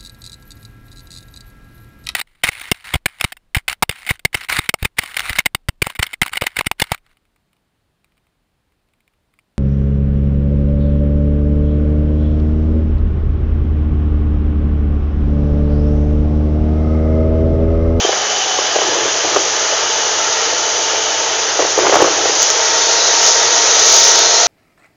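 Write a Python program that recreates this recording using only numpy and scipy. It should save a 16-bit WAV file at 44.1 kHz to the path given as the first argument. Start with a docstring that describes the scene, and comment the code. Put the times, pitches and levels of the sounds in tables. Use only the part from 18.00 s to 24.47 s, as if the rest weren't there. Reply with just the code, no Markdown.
"""Two diesels drone under the hum of a knife drum, heard from the track at the edge of an open field.
A forage harvester is chopping maize, and a tractor hauls a high trailer beside it on the near side.
Chopped crop hisses through the spout, louder as the trailer stops screening it; whines come and go.
Gusts buffet the small microphone, which passes little bass and overloads on the peaks."""
import sys
import numpy as np
from scipy import signal
from scipy.fft import rfft, irfft, next_fast_len
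from scipy.io import wavfile

SR = 44100
rng = np.random.default_rng(int(sys.argv[2]) if len(sys.argv) > 2 else 0)


def log_audio(samples):
    """Write samples as a 16-bit WAV file to the path given in sys.argv[1]."""
    # one column per channel
    frames = np.atleast_2d(samples).T
    # limit to full scale, then quantise
    limited = np.clip(frames, -1, 1)
    pcm = np.round(limited * 32767).astype(np.int16)
    wavfile.write(sys.argv[1], SR, pcm)


N = 285327
TIME = np.arange(N) / SR
KNIVES_PER_TURN = 7.08   # cuts per turn of the harvester's crank


def from_db(db):
    """Decibels to gain."""
    return 10 ** (np.asarray(db) / 20)


def rms_one(x):
    """Scale to unit power."""
    return x / np.sqrt(np.mean(x ** 2) + 1e-20)


def in_time(rows):
    """A curve of (time, value) points, sample by sample."""
    times, values = np.transpose(rows)
    return np.interp(TIME, times, values)


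def drift(rate_hz):
    """Smooth random wander with a spread of about 1."""
    step, settle = 40, 2000   # samples per step, steps of run-in
    pole = np.exp(-2 * np.pi * rate_hz * step / SR)
    kicks = rng.standard_normal(N // step + settle + 2)
    slow = signal.lfilter([1], [1, -2 * pole, pole * pole], kicks)[settle:]
    return np.interp(np.arange(N) / step, np.arange(len(slow)), rms_one(slow))


def noise(colour):
    """Noise of unit power with the given spectral shape."""
    hz, db = np.transpose(colour)
    size = next_fast_len(N)
    bins = np.maximum(np.fft.rfftfreq(size, 1 / SR), 1)
    gain = from_db(np.interp(np.log(bins), np.log(hz), db, left=-np.inf, right=-np.inf))
    return rms_one(irfft(rfft(rng.standard_normal(size)) * gain, size)[:N])


def ringing_metal(force, modes, swell_db, swell_hz):
    """Resonances shaken by noise under a common force, each swelling and ebbing by itself."""
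    out = 0
    for hz, width, db in modes:
        r = np.exp(-np.pi * width / SR)
        poles = [1, -2 * r * np.cos(2 * np.pi * hz / SR), r * r]
        shake = force * from_db(db + swell_db * drift(swell_hz)) * rng.standard_normal(N)
        out = out + signal.lfilter([(1 - r * r) / 2, 0, (r * r - 1) / 2], poles, shake)
    return rms_one(out)


def tone(turns, rough):
    """A sine of unit power that wavers in phase and flutters in level."""
    phase = 2 * np.pi * (turns + rng.random()) + rough * drift(4.0)
    flutter = rough * drift(14) / 2
    return rms_one(np.sin(phase) * (1 + flutter))


def throb(turns, depth):
    """One swell on every turn."""
    return rms_one(np.exp(depth * np.cos(2 * np.pi * turns)))


def in_view(screened_db, open_db):
    """Level in dB of a harvester sound as the trailer clears the line to the microphone."""
    # line of sight: t/s, view (0 hidden, 1 clear)
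    view = [(0, 0.033), (1.1, 0.095), (2.2, 0.25), (3.3, 0.13), (4.2, 0.33), (5.0, 0.69), (5.5, 0.76),
            (6.0, 0.95), (6.47, 0.87)]
    return screened_db + (open_db - screened_db) * in_time(view)


def echoed(x):
    """Short echoes comb the sound into fine ridges."""
    # bounces off the trailer wall and the ground: delay/s, gain
    echoes = [(.0037, 0.032), (.0089, 0.064), (0.0164, 0.12)]
    return x + sum(gain * np.interp(TIME - delay, TIME, x, left=0) for delay, gain in echoes)


def breeze(rise_s=0.026, fall_s=0.066, calm_db=-31):
    """Wind strength: each gust rises, holds and dies back to a light air."""
    # gusts at the microphone: start/s, end/s, level/dB
    gusts = [(0.79, 1.068, -17), (1.22, 1.38, -16.5), (3.58, 3.669, -18.5), (3.784, 3.892, -13.5),
             (3.902, 4.06, -12), (4.149, 4.335, -18.5)]
    strength = 0
    for start, end, db in gusts:
        rise = np.clip((TIME - start) / rise_s, 0, 1)
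        fall = np.exp(-np.maximum(TIME - end, 0) / fall_s)
        strength += from_db(db) * rise * fall
    return np.hypot(from_db(calm_db), strength)


def eddies(strength, per_s=14, rise_s=0.0034, thud_db=4, crackle_db=-10):
    """Lesser buffets at random moments, their levels relative to the wind that carries them."""
    at = np.flatnonzero(rng.random(N) < per_s / SR)
    wind_db = 20 * np.log10(strength[at])
    return [(t, rise_s, db + thud_db, db + crackle_db) for t, db in zip(TIME[at], wind_db)]


def wind(thud_trim_db, crackle_trim_db, lumpy_db, gust_db):
    """Lumpy turbulence at the microphone port, with single eddies that hit as short thuds."""
    # turbulence at the port: f/Hz, relative level/dB
    wind_colour = [(20, -24), (90, 0), (190, 2), (310, 8.5), (480, 4), (700, -3), (1100, -26),
                   (1700, -36.5), (2600, -33.5), (5000, -30)]
    # finer turbulence of a hard gust: f/Hz, relative level/dB
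    gust_colour = [(400, -11.5), (700, 5), (1100, 4.5), (1500, -2), (2200, -8), (3500, -16)]
    # one eddy hitting the port: f/Hz, relative level/dB
    thud_colour = [(120, -12), (300, 6.5), (460, 8.5), (720, -0.5), (1100, -12), (1700, -29.5)]
    # the hardest buffets, before the trims: t/s, rise/s, thud/dB, crackle/dB
    buffets = [(.050, 0.0036, 7, -31), (.091, 0.0039, 4.5, -28), (.130, 0.0023, 1, -17),
               (.587, 0.004, 0.5, -11), (.762, 0.0042, 5.5, -21), (0.787, 0.0057, 0, -24),
               (.819, 0.00091, 4.5, -12), (1.248, 0.0063, 0, -26), (1.363, 0.0013, 7, 0),
               (1.3686, .0016, 8, -6), (1.725, 0.0035, -2.5, -32), (2.53, 0.0034, -5, -23),
               (2.935, 0.0041, -2, -21), (3.596, 0.0076, 5, -12), (3.624, 0.0031, 2.5, -16),
               (3.651, .0025, 2.5, -21), (3.779, .003, 8.5, -21), (3.789, .004, 8, -6.5),
               (3.853, 0.0035, 4, -8), (3.869, 0.0053, 3, -4), (3.896, 0.0032, 6, -5),
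               (3.926, 0.0023, 3, -4), (3.944, 0.0012, 1, -4), (3.957, 0.0015, 8, 4),
               (3.967, 0.0052, 4, -5), (4.006, 0.0049, 4, -8), (4.023, 0.0034, 13, -6),
               (4.044, 0.0031, 4, -8), (4.06, 0.0053, 0, -19), (4.079, .008, -2, -16),
               (4.257, 0.0037, 2.5, -14)]
    strength = breeze()
    pressure = strength * rms_one(from_db(lumpy_db * drift(60)))
    out = pressure * noise(wind_colour)
    # fine eddies grow faster than coarse ones, so a hard gust is brighter
    out += from_db(gust_db) * pressure ** 1.4 * noise(gust_colour)
    coarse, fine = noise(thud_colour), noise(gust_colour)
    for t, rise_s, thud_db, crackle_db in buffets + eddies(strength):
        age = (TIME - t) / rise_s + 1   # in rise times; the push peaks at 1
        near = (age > 0) & (age < 10)
        push = age[near] ** 2 * np.exp(-2 * age[near])
        out[near] += from_db(thud_db + thud_trim_db) * rms_one(push * coarse[near])
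        out[near] += from_db(crackle_db + crackle_trim_db) * rms_one(push * fine[near])
    return out


def machinery_whines(wander_hz, catch_db):
    """Whines and squeals come and go in the machinery, unsteady in pitch, catching and letting go."""
    # whines and squeals: start/s, end/s, f/Hz, jitter/Hz, level/dB
    whines = [(0, 0.83, 752, 21, -26.5), (-.02, 0.1, 3130, 45, -25), (-.1, 1.2, 3000, 30, -30.5),
              (.35, 1.85, 3190, 70, -34.5), (.45, 1.2, 1700, 120, -32), (1.5, 1.8, 1797, 42, -34),
              (1.552, 2.3, 2905, 29, -32), (2.098, 2.7, 1358, 22.4, -30.5), (2.25, 3.2, 3020, 30, -32.5),
              (4.678, 5.08, 4400, 60, -25.5), (4.898, 5.2, 4000, 130, -27), (5.88, 6.34, 3740, 25, -28.5),
              (6.12, 6.5, 4140, 27, -23.5), (6.16, 7.02, 698, 9.5, -21.5)]
    out = np.zeros(N)
    for start, end, hz, jitter_hz, db in whines:
        swell = np.sqrt(np.maximum(4 * (TIME - start) * (end - TIME), 0)) / (end - start)
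        turns = np.cumsum(hz + wander_hz * drift(7.92) + jitter_hz * drift(89.8)) / SR
        out += from_db(db + catch_db * drift(22)) * swell * tone(turns, rough=0.45)
    return out


def tractor(crank, clatter_db=-23.5, fade_db_per_s=0.23):
    """Six cylinders fire three times a turn: a low note, and a clatter in the block pulsing with it."""
    # engine block resonances: f/Hz, width/Hz, relative level/dB
    block_modes = [(792, 92, 0), (1685, 210, -4), (2994, 410, -0.5), (3410, 360, -4.5), (4790, 160, -4.5)]
    firings = 3 * crank
    drone = from_db(-35.0) * tone(firings, rough=0.15)
    clatter = ringing_metal(throb(firings, depth=0.16), block_modes, swell_db=1.5, swell_hz=3.5)
    return drone + from_db(clatter_db - fade_db_per_s * TIME) * clatter   # the tractor draws away


def harvester(crank):
    """Exhaust tones, fan roar and ringing sheet metal, clearer once the trailer is out of the way."""
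    # exhaust tones: approximate multiple of the crank rate, screened/dB, open/dB
    exhaust_tones = [(3, -32, -29), (5, -38.5, -43), (9.5, -36, -37.5), (13, -36.5, -29), (15, -51, -39),
                     (15.5, -42.5, -33.5), (16, -47, -31.5), (17, -45, -34), (19.5, -35.5, -29),
                     (22.5, -42.5, -39), (25.5, -39.5, -33.5), (39.75, -39, -33.5)]
    # fan roar: f/Hz, relative level/dB
    roar_colour = [(25, -17), (60, -6), (160, -3.5), (300, -3.5), (470, 2.5), (570, -3), (660, 4.5),
                   (770, -5), (880, 0.5), (1030, -5), (1350, -3), (1750, -6.5), (2600, -9.5), (4000, -27.5)]
    # sheet metal of the body and spout: f/Hz, width/Hz, relative level/dB
    casing_modes = [(625, 76, -6), (1360, 140, -7), (1904, 67, 7), (2290, 120, -3.5), (3380, 170, -1),
                    (3690, 140, 4), (4036, 130, 4), (4430, 120, 3.5), (5010, 150, 3.5), (5390, 140, 7.5),
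                    (5993, 150, 4)]
    # a four-stroke engine repeats every two turns, so its tones lie on half orders
    exhaust = sum(from_db(in_view(screened, clear)) * tone(round(2 * order) / 2 * crank, rough=0.11)
                  for order, screened, clear in exhaust_tones)
    roar_db = in_view(screened_db=-21, open_db=-16.5) + 0.67 * drift(8.5)
    roar = from_db(roar_db) * noise(roar_colour) * throb(crank, depth=0.077)
    cuts = throb(KNIVES_PER_TURN * crank, depth=0.085)
    casing = ringing_metal(cuts, casing_modes, swell_db=3.0, swell_hz=6)
    return exhaust + roar + from_db(in_view(screened_db=-31, open_db=-16)) * casing


def knife_drum(crank):
    """Knives pass the shear bar; the uneven feed roughens their hum."""
    # rise and fall of the hum: t/s, level/dB
    hum = [(0, -31.5), (1.4, -32.5), (2.0, -27), (3.1, -29), (3.6, -33.5), (4.3, -35), (4.72, -23.5),
           (5.5, -24), (6.47, -24.5)]
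    # harmonics, relative to the hum: multiple of the knife rate, screened/dB, open/dB
    harmonics = [(1, 5.5, -14), (2, -1.5, -4.5), (3, -6.5, -17.5), (4, -1.5, -2), (6, -11.5, -18)]
    hum_db = in_time(hum)
    cuts = KNIVES_PER_TURN * crank
    return sum(from_db(hum_db + in_view(screened, clear)) * tone(k * cuts, rough=0.37)
               for k, screened, clear in harmonics)


def crop_stream():
    """Countless chips scour the spout in small clumps and thick wads; a few hard grains ring it."""
    # hiss of the chips: f/Hz, relative level/dB
    hiss_colour = [(1800, -25), (2600, -14), (3400, -6), (4300, -4.5), (4900, -2.5), (5500, -1),
                   (6000, 5.5), (6300, 3.5), (6620, 3.5), (6850, -1), (7050, -3), (7300, -13),
                   (7600, -50.5), (8000, -49)]
    # thick wads rushing through: middle/s, length/s, extra hiss/dB
    wads = [(1.42, .25, 1.5), (4.407, 0.17, 3), (5.275, 0.085, 3.5), (5.95, 0.33, 3)]
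    # hard grains striking the spout: t/s, peak/dB, f/Hz, t60/s
    grains = [(4.4206, 3, 6130, 0.0052), (4.429, 4, 6680, 0.01), (4.5021, 6, 6100, 0.0037),
              (4.929, -7, 6200, .004)]
    wads_db = sum(db * np.exp(-(2 * (TIME - t) / length) ** 2) for t, length, db in wads)
    clumps_db = 0.5 * drift(31)
    out = from_db(in_view(screened_db=-20.5, open_db=-11) + wads_db + clumps_db) * noise(hiss_colour)
    for t, db, hz, t60 in grains:
        near = (TIME > t) & (TIME < t + t60)
        age = TIME[near] - t
        out[near] += from_db(db - 60 * age / t60) * np.sin(2 * np.pi * hz * age)
    return out


def scene():
    """Both machines out in the field and the wind at the microphone, from the edge of the track."""
    # the harvester's engine picks up speed: t/s, speed/rpm
    revs = [(0, 1730), (0.9, 1808), (1.5, 1822), (2.1, 1891), (2.7, 1886), (3.2, 1893), (4.4, 1912),
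            (5.0, 1953), (5.55, 1964), (5.8, 1936), (6.47, 1977)]
    crank = np.cumsum(in_time(revs)) / (60 * SR)   # turns so far
    tractor_crank = 0.905 * crank   # keeping pace at lower revs
    chopping = echoed(harvester(crank) + crop_stream()) + knife_drum(crank)
    machines = chopping + tractor(tractor_crank) + machinery_whines(wander_hz=3.63, catch_db=1.0)
    buffeting = wind(thud_trim_db=-18.5, crackle_trim_db=-14.5, lumpy_db=1.8, gust_db=-3.5)
    return (machines + buffeting)[None]


def low_cut(x, notch_hz, knee_hz, knee_q, corner_hz):
    """Third-order bass filter of the microphone, with a notch just under its knee."""
    notch, knee, corner = 2 * np.pi * np.array([notch_hz, knee_hz, corner_hz])
    poles = np.polymul([1, corner], [1, knee / knee_q, knee ** 2])
    b, a = signal.bilinear([1, 0, notch ** 2, 0], poles, SR)
    return signal.lfilter(b, a, x)


def record(dry):
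    """A small, narrow-band mono microphone whose loudest peaks clip and crackle."""
    stopband_hz, crackle_top_hz = 8200, 16000
    thin = low_cut(dry, notch_hz=239.6, knee_hz=308.6, knee_q=1.515, corner_hz=598)
    narrow = signal.sosfilt(signal.cheby2(16, 60, stopband_hz, fs=SR, output="sos"), thin)
    clipped = np.clip(narrow, -1, 1)
    return signal.sosfilt(signal.butter(16, crackle_top_hz, fs=SR, output="sos"), clipped)


dry = scene()
out = record(dry)
log_audio(out)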